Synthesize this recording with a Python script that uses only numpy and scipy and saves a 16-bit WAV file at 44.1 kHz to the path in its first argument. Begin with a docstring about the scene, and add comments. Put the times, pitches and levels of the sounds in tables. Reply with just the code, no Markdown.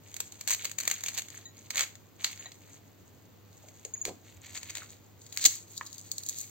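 """In a quiet room, two hands break a crisp, flaky pastry over a small glass plate, close to a phone.
The crust snaps flake by flake (sharp pulses with splinters) and tears in short runs of tiny fractures.
Crumbs crackle under the fingers, bits ring the plate's decaying modes, and the halves are laid down with dull thuds.
Then one half is lifted and squeezed with a loud crunch. A low hum and shaped room noise lie underneath."""
import sys
import numpy as np
from scipy import signal
from scipy.fft import rfft, irfft
from scipy.io import wavfile
from scipy.ndimage import uniform_filter1d, map_coordinates

SR = 44100
rng = np.random.default_rng(int(sys.argv[2]) if len(sys.argv) > 2 else 0)


def put_to_file(sound):
    """Save the sound as 16-bit audio at rate SR, in the file named by the first command-line argument."""
    columns = np.atleast_2d(sound).T  # one column per channel
    safe = np.clip(columns, -1, 1)
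    whole_steps = np.round(safe * 32767)
    wavfile.write(sys.argv[1], SR, whole_steps.astype(np.int16))


N = 286650
TIME = np.arange(N) / SR
# ranges of pitch in which thick crumbs and thin splinters ring [Hz]
THICK_HZ, THIN_HZ = (500, 900, 1550, 2600), (4300, 7200, 13000)


def undb(db):
    """Decibels to gain."""
    return 10 ** (np.asarray(db) / 20)


def unit(x):
    """Scale to rms 1."""
    return x / np.sqrt(np.mean(x ** 2) + 1e-18)


def add(out, x, start_s):
    """Mix x into out from start_s."""
    i = max(int(start_s * SR), 0)
    n = min(x.shape[-1], N - i)
    out[..., i:i + n] += x[..., :n]


def colour_db(points, hz):
    """Read (frequency [Hz], level [dB]) points on a log-frequency axis."""
    point_hz, db = np.transpose(points)
    return np.interp(np.log(hz + 1), np.log(point_hz), db)


def background(air_db=-57.5, side_db=-3, hum_hz=100.5, hum_db=-62, wander_rad=.35):
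    """Steady shaped room noise, part of it opposite in the two sides, and an appliance hum wandering in pitch."""
    # colour of the room noise: (frequency [Hz], level [dB])
    air_colour = [(25, -16), (55, -14), (90, 4.5), (140, 0.5), (300, -1), (600, -8.5), (1500, -16.5),
                  (4500, -21.5), (5300, -25), (6700, -26), (7600, -28), (8800, -37), (11200, -34),
                  (13500, -20)]
    gain = undb(colour_db(air_colour, np.arange(N // 2 + 1) * SR / N))
    mid, side = (unit(irfft(rfft(rng.standard_normal(N)) * gain, N)) for _ in range(2))
    air = unit(mid + undb(side_db) * side * np.array([[1], [-1]]))
    # noise smoothed twice gives a slow phase drift
    drift = uniform_filter1d(rng.standard_normal(N), SR // 12)
    drift = unit(uniform_filter1d(drift, SR // 12))
    hum = unit(np.sin(2 * np.pi * hum_hz * TIME + wander_rad * drift))
    return undb(air_db) * air + undb(hum_db) * hum


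def room(x, near_db=-9, near_s=0.0086, tail_db=-10.5, t60_s=0.28, build_s=0.0011):
    """Quick sparse reflections from hands, plate and table, then the short noise-like tail of the room."""
    t, out = TIME[:SR // 2], []
    for channel in x:
        near = fractures(len(t), per_s=6500, spread_db=4.5) * np.exp(-t / near_s)
        near *= t > .0003  # a short gap after the direct sound
        tail = rng.standard_normal(len(t)) * np.exp(-np.log(1000) * t / t60_s)
        tail *= 1 - np.exp(-t / build_s)
        echo = undb(near_db) * near / np.linalg.norm(near) + undb(tail_db) * tail / np.linalg.norm(tail)
        out.append(channel + signal.fftconvolve(channel, echo)[:N])
    return np.array(out)


def ports(x):
    """The two microphone ports hear the pastry a moment apart, depending on where it is held."""
    # where the pastry is held: (time [s], delay of the left port behind the right [samples])
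    place = [(0, 2.5), (4.2, 2), (4.6, -2), (6.5, -2.5)]
    lag = np.interp(TIME, *np.transpose(place))
    left = map_coordinates(x[0], [np.arange(N) - lag / 2], order=3)
    right = map_coordinates(x[1], [np.arange(N) + lag / 2], order=3)
    return np.array([left, right])


def bumps(width=1.35, rise_s=0.00012):
    """Soft contacts give short dull thuds: one damped resonance in a rough rattle."""
    # bumps of pastry, fingers and plate: (time [s], level [dB], centre [Hz], decay [s])
    contacts = [(2.458, -49.5, 727, 0.01), (3.636, -56, 608, 0.04), (3.851, -47, 449, 0.014),
                (3.954, -56, 2010, 0.011), (4.057, -45, 380, 0.022), (4.079, -39, 482, 0.018),
                (4.086, -46, 272, 0.048), (4.088, -42, 705, 0.018), (4.081, -46, 114, 0.031),
                (4.331, -57, 86, 0.068), (4.502, -60.5, 83.4, 0.26), (4.781, -47, 636, 0.007),
                (4.82, -44.5, 1490, 0.011), (5.457, -46.5, 287, 0.017), (5.811, -30.5, 1700, 0.0026),
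                (5.811, -30.5, 1180, 0.0019), (5.811, -48, 670, 0.0033)]
    out, t = np.zeros(N), TIME[:SR // 2]
    for s, db, hz, decay_s in contacts:
        band = signal.butter(2, [hz / width, hz * width], "band", fs=SR, output="sos")
        rattle = unit(signal.sosfilt(band, rng.standard_normal(len(t))))
        thud = unit(rattle + np.sin(2 * np.pi * hz * t))
        envelope = np.exp(-t / decay_s) * (1 - np.exp(-t / rise_s))
        add(out, thud * envelope * undb(db), s)
    return out


def plate(favour_db=24):
    """Glass modes ring as decaying sines; each contact favours some of them, and the hand damps the ring."""
    # light hits: (time [s], level [dB], favoured pitch [Hz], contact time [ms], share of the full ring time)
    clinks = [(1.4542, -39.5, 3620, 2, 0.72), (2.4572, -35.5, 3380, 0.66, 0.42),
              (2.393, -54.5, 6900, 2.2, 0.64), (3.851, -40.5, 6950, 1.2, 0.092),
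              (3.9377, -32.5, 6900, 6.1, 0.22), (3.977, -41.5, 6900, 3.6, 0.15),
              (4.014, -35, 7000, 4, 0.24)]
    # modes of the plate: (pitch [Hz], relative level [dB], full t60 [s])
    modes = [(1895, 6, 0.26), (3970, 0, 0.13), (6370, -4, 0.25), (6803, 21, 0.12)]
    out, t = np.zeros(N), TIME[:SR // 2]
    for s, db, contact_hz, contact_ms, share in clinks:
        ring = 0
        for hz, mode_db, t60 in modes:
            # modes lose favour_db at one octave from the favoured pitch
            gain = undb(mode_db - favour_db * np.log2(hz / contact_hz) ** 2)
            decay = np.exp(-np.log(1000) * t / (t60 * share))
            ring = ring + gain * np.sin(2 * np.pi * (hz * t + rng.random())) * decay
        rise = 1 - np.exp(-t * 10 ** 3 / contact_ms)
        add(out, ring * rise * undb(db), s)
    return out


def thickness(s):
    """Body and edge [dB] of the flakes at time s: thick outer crust first, thin inner leaves in the lifted half."""
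    # thickness of the crust: (time [s], body below 3 kHz [dB], edge above 6 kHz [dB])
    layers = [(0, 0.5, 1), (.55, 3.5, -1), (1.8, 4, -4), (2.25, -2, -10), (4.1, 4, -3.5), (4.8, 4.5, -4.5),
              (5.45, -8.5, -5), (5.8, -30, -7.5), (6.2, -20.5, -3), (6.5, -27, 14)]
    times, body_db, edge_db = np.transpose(layers)
    return np.interp(s, times, body_db), np.interp(s, times, edge_db)


def flake(body_db, edge_db, size=512):
    """Causal response of one breaking flake: big ones have body, thin ones edge."""
    # colour of breaking crust at the phone: (frequency [Hz], level [dB])
    crust = [(150, -27.5), (780, -14), (1200, -14), (2250, -3.5), (3200, -7), (4500, 1.5), (5300, -10.5),
             (6550, 9.5), (7500, 6.5), (8400, -2), (9300, -17.5), (11200, -32.5), (11900, -5),
             (15500, -6.5)]
    hz = np.arange(size // 2 + 1) * SR / size
    tilt = [(2400, body_db), (4000, 0), (5000, 0.0042), (6500, edge_db)]
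    db = colour_db(crust, hz) + colour_db(tilt, hz)
    # fold the cepstrum for minimum phase, so the energy comes first
    cepstrum = irfft(np.log(undb(db)))
    cepstrum[1:size // 2] *= 2
    cepstrum[size // 2 + 1:] = 0
    response = irfft(np.exp(rfft(cepstrum)))
    return response / np.linalg.norm(response)


def fractures(n, per_s, spread_db):
    """Random tiny impulses of either sign, mostly weak and a few strong."""
    chance = rng.random((3, n))
    size_db = spread_db * np.minimum(-np.log(1 - chance[1]), 4)
    return (chance[0] < per_s / SR) * undb(size_db) * np.sign(chance[2] - .5)


def crumbs(n, pitches, per_s, spread_db, own_db, width=1.356):
    """Stereo fractures, each crumb size ringing in its pitch range: shared ones plus its own, partly one-sided."""
    shared, out = unit(fractures(n, per_s, spread_db)), 0
    for hz in pitches:
        own, left, right = (unit(fractures(n, per_s, spread_db)) for _ in range(3))
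        band = signal.butter(2, [hz / width, hz * width], "band", fs=SR, output="sos")
        hits = shared + undb(own_db) * (own + np.array([left, right]) / 2)
        out = out + signal.sosfilt(band, hits)
    return unit(out)


def pressure(holding_db=-70.5, holding_dull_db=-9, attack_s=0.049, release_db_per_s=230):
    """Gains of dull crumbs and splinters: each grip builds up quickly, holds and dies away to faint holding."""
    # fingers press or shift their grip: (time [s], length [s], level [dB], extra dull crumbs [dB])
    grips = [(0.03, 0.51, -59.5, 0.5), (0.588, 0.072, -47.5, 3.5), (0.806, 0.19, -48.5, 1),
             (1.03, 0.051, -44, 0), (1.129, 0.051, -43.5, -0.5), (1.306, 0.082, -52, 1.5),
             (1.54, .12, -59.5, -2), (1.75, 0.044, -39, 6.5), (2.204, 0.12, -49, 4.5),
             (2.389, 0.059, -51.5, 7.5), (2.487, 0.28, -62.5, -0.5), (3.52, 0.35, -62.5, -4),
             (4.25, 0.094, -61.5, 3.5), (4.424, 0.41, -54.5, 2), (4.882, 0.041, -56, -3),
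             (5.194, 0.18, -59, -22), (5.337, 0.22, -43, -0.5), (5.68, 0.55, -54, 3.5),
             (6.243, 0.22, -47, 3)]
    dull, bright = undb(holding_db + holding_dull_db), undb(holding_db)
    for s, length, db, dull_db in grips:
        attack = np.clip((TIME - s) / attack_s + .5, 0, 1)
        release_db = release_db_per_s * np.maximum(TIME - s - length, 0)
        grip = attack * undb(db - release_db)
        dull = np.maximum(dull, grip * undb(dull_db))
        bright = np.maximum(bright, grip)
    return dull, bright


def crackle(dull_db=-6, bright_db=1.5, dull_per_body=.5, uneven_db=2, slip_s=.025):
    """Crumbs and splinters tick in clumps as the fingers press and slip; thick crust sheds more dull crumbs."""
    out = 0
    body_db, _ = thickness(TIME)
    slips_db = uneven_db * np.interp(TIME / slip_s, np.arange(N), rng.standard_normal(N))
    dull_grip, bright_grip = pressure()
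    layers = [(THICK_HZ, dull_grip, dull_db + dull_per_body * body_db), (THIN_HZ, bright_grip, bright_db)]
    for pitches, grip, db in layers:
        ticks = crumbs(N, pitches, per_s=130, spread_db=3, own_db=5.5) * undb(slips_db)
        ticks = signal.fftconvolve(ticks, flake(0, 0)[None])[:, :N]
        out = out + unit(ticks) * grip * undb(db)
    return out


def tears():
    """A crack running through many layers: dense small fractures, spread across the width of the pastry."""
    # tearing runs: (time [s], length [s], level [dB])
    runs = [(0.494, .055, -31.5), (0.886, 0.07, -46.5), (1.169, 0.035, -39), (1.702, 0.016, -43),
            (1.785, .065, -35.5), (2.24, 0.045, -41.5), (4.055, 0.046, -45), (4.54, 0.047, -43.5),
            (4.692, 0.02, -42), (4.745, 0.039, -47.5), (5.406, 0.035, -37), (5.448, 0.021, -18),
            (5.762, .024, -46), (5.861, 0.014, -44), (6.359, 0.061, -43.5)]
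    out = np.zeros((2, N))
    for s, length, db in runs:
        n = int(length * SR)
        run = crumbs(n, THICK_HZ + THIN_HZ, per_s=600, spread_db=2, own_db=12)
        run = unit(run * signal.windows.tukey(n, .5))
        add(out, signal.fftconvolve(run, flake(*thickness(s))[None]) * undb(db), s)
    return out


def snaps(decay_s=0.0019, lead_db=-14, creak_s=0.0019, body_per_db=0.05, full_db=-29, scatter_db=-1, size=1024):
    """Each flake creaks briefly, gives way with one sharp pulse and splinters; louder flakes are thicker."""
    # loudest single flakes: (time [s], level [dB], left minus right [dB])
    flakes = [(0.1421, -35, 0), (0.166, -33, -5), (0.2041, -24, 0.5), (0.3223, -39.5, -3),
              (0.4107, -33, 1.5), (0.4759, -26.5, 12.5), (0.482, -29, -9), (0.487, -31, -14),
              (0.4967, -26, 0), (0.507, -21, -2), (0.5141, -24.5, 7), (0.5332, -33.5, -7), (0.5469, -27, 1),
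              (0.6468, -30.5, -7), (0.6534, -24.5, 2.5), (0.6965, -41, -7), (0.7152, -32.5, 1),
              (0.7859, -24.5, 6), (0.8023, -32, -11), (0.8085, -30.5, 7), (0.835, -35, 0), (0.8536, -33, 4),
              (0.8774, -18.5, -1.5), (0.9, -28.5, -2), (0.9133, -21, 3), (1.008, -38.5, 0),
              (1.0375, -27.5, -0.5), (1.062, -29.5, -1), (1.0847, -26.5, 2.5), (1.1778, -28, -8),
              (1.1856, -30, 7), (1.1942, -36, 0), (1.2202, -35.5, 0), (1.285, -41.5, -6), (1.303, -44, 10),
              (1.7059, -27.5, -3), (1.7576, -27.5, -1), (1.771, -26, -2), (1.7786, -27.5, 4),
              (1.7935, -27.5, -16), (1.808, -22, 6), (1.9545, -44.5, 3), (2.245, -18.5, -0.5),
              (2.376, -45, 0), (2.5188, -43.5, -1), (3.685, -47, 0), (3.8506, -36, 1.5), (4.0526, -25, -1),
              (4.5749, -38, 10), (4.6312, -36.5, 4), (4.753, -32, 2), (4.771, -33, 0), (4.782, -37, 3),
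              (5.265, -47, 5), (5.3255, -38, 3), (5.3736, -24.5, 3), (5.441, -22, 0), (5.455, -26, 14),
              (5.4599, -12.5, 1), (5.4627, -15, 4), (5.7778, -31.5, 1.5), (5.929, -41, 8.5),
              (5.982, -43.5, 15), (6.116, -25, 0), (6.1817, -28.5, -2), (6.2352, -36.5, -2),
              (6.264, -33, -4), (6.288, -28.5, -2), (6.2947, -26, 0), (6.386, -32.5, 3),
              (6.4136, -33.5, 7.5)]
    out, onset = np.zeros((2, N)), size // 3
    t = (np.arange(size) - onset) / SR
    span = .0032 * SR  # stretch over which the level is reckoned [samples]
    creak = undb(lead_db) * np.exp(-abs(t) / creak_s)
    envelope = np.where(t < 0, creak, np.exp(-abs(t) / decay_s))
    for s, db, pan_db in flakes:
        crack, left, right = (unit(fractures(size, per_s=9000, spread_db=6.5) * envelope) / np.sqrt(size)
                              for _ in range(3))
        crack[onset] += 1  # the main pulse
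        body_db, edge_db = thickness(s)
        response = flake(body_db + body_per_db * min(db - full_db, 0), edge_db)
        # a flake radiates unevenly, so each side gets some splinters of its own
        sides = crack + undb(scatter_db) * np.array([left, right])
        snap = signal.fftconvolve(sides, response[None])
        snap *= np.sqrt(span) / np.linalg.norm(snap, axis=1, keepdims=True)
        side_db = db + np.array([[pan_db], [-pan_db]]) / 2
        add(out, snap * undb(side_db), s - onset / SR)
    return out


def scene():
    """Pastry and plate, heard at two ports in the room, over the background."""
    close = snaps() + tears() + crackle() + plate() + bumps()
    return room(ports(close)) + background()


def record(dry, top_hz=15800):
    """The phone clips at full scale and cuts the top with a steep low-pass."""
    low_pass = signal.ellip(12, .2, 90, top_hz, fs=SR, output="sos")
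    return signal.sosfilt(low_pass, np.clip(dry, -1, 1))


dry = scene()
out = record(dry)
put_to_file(out)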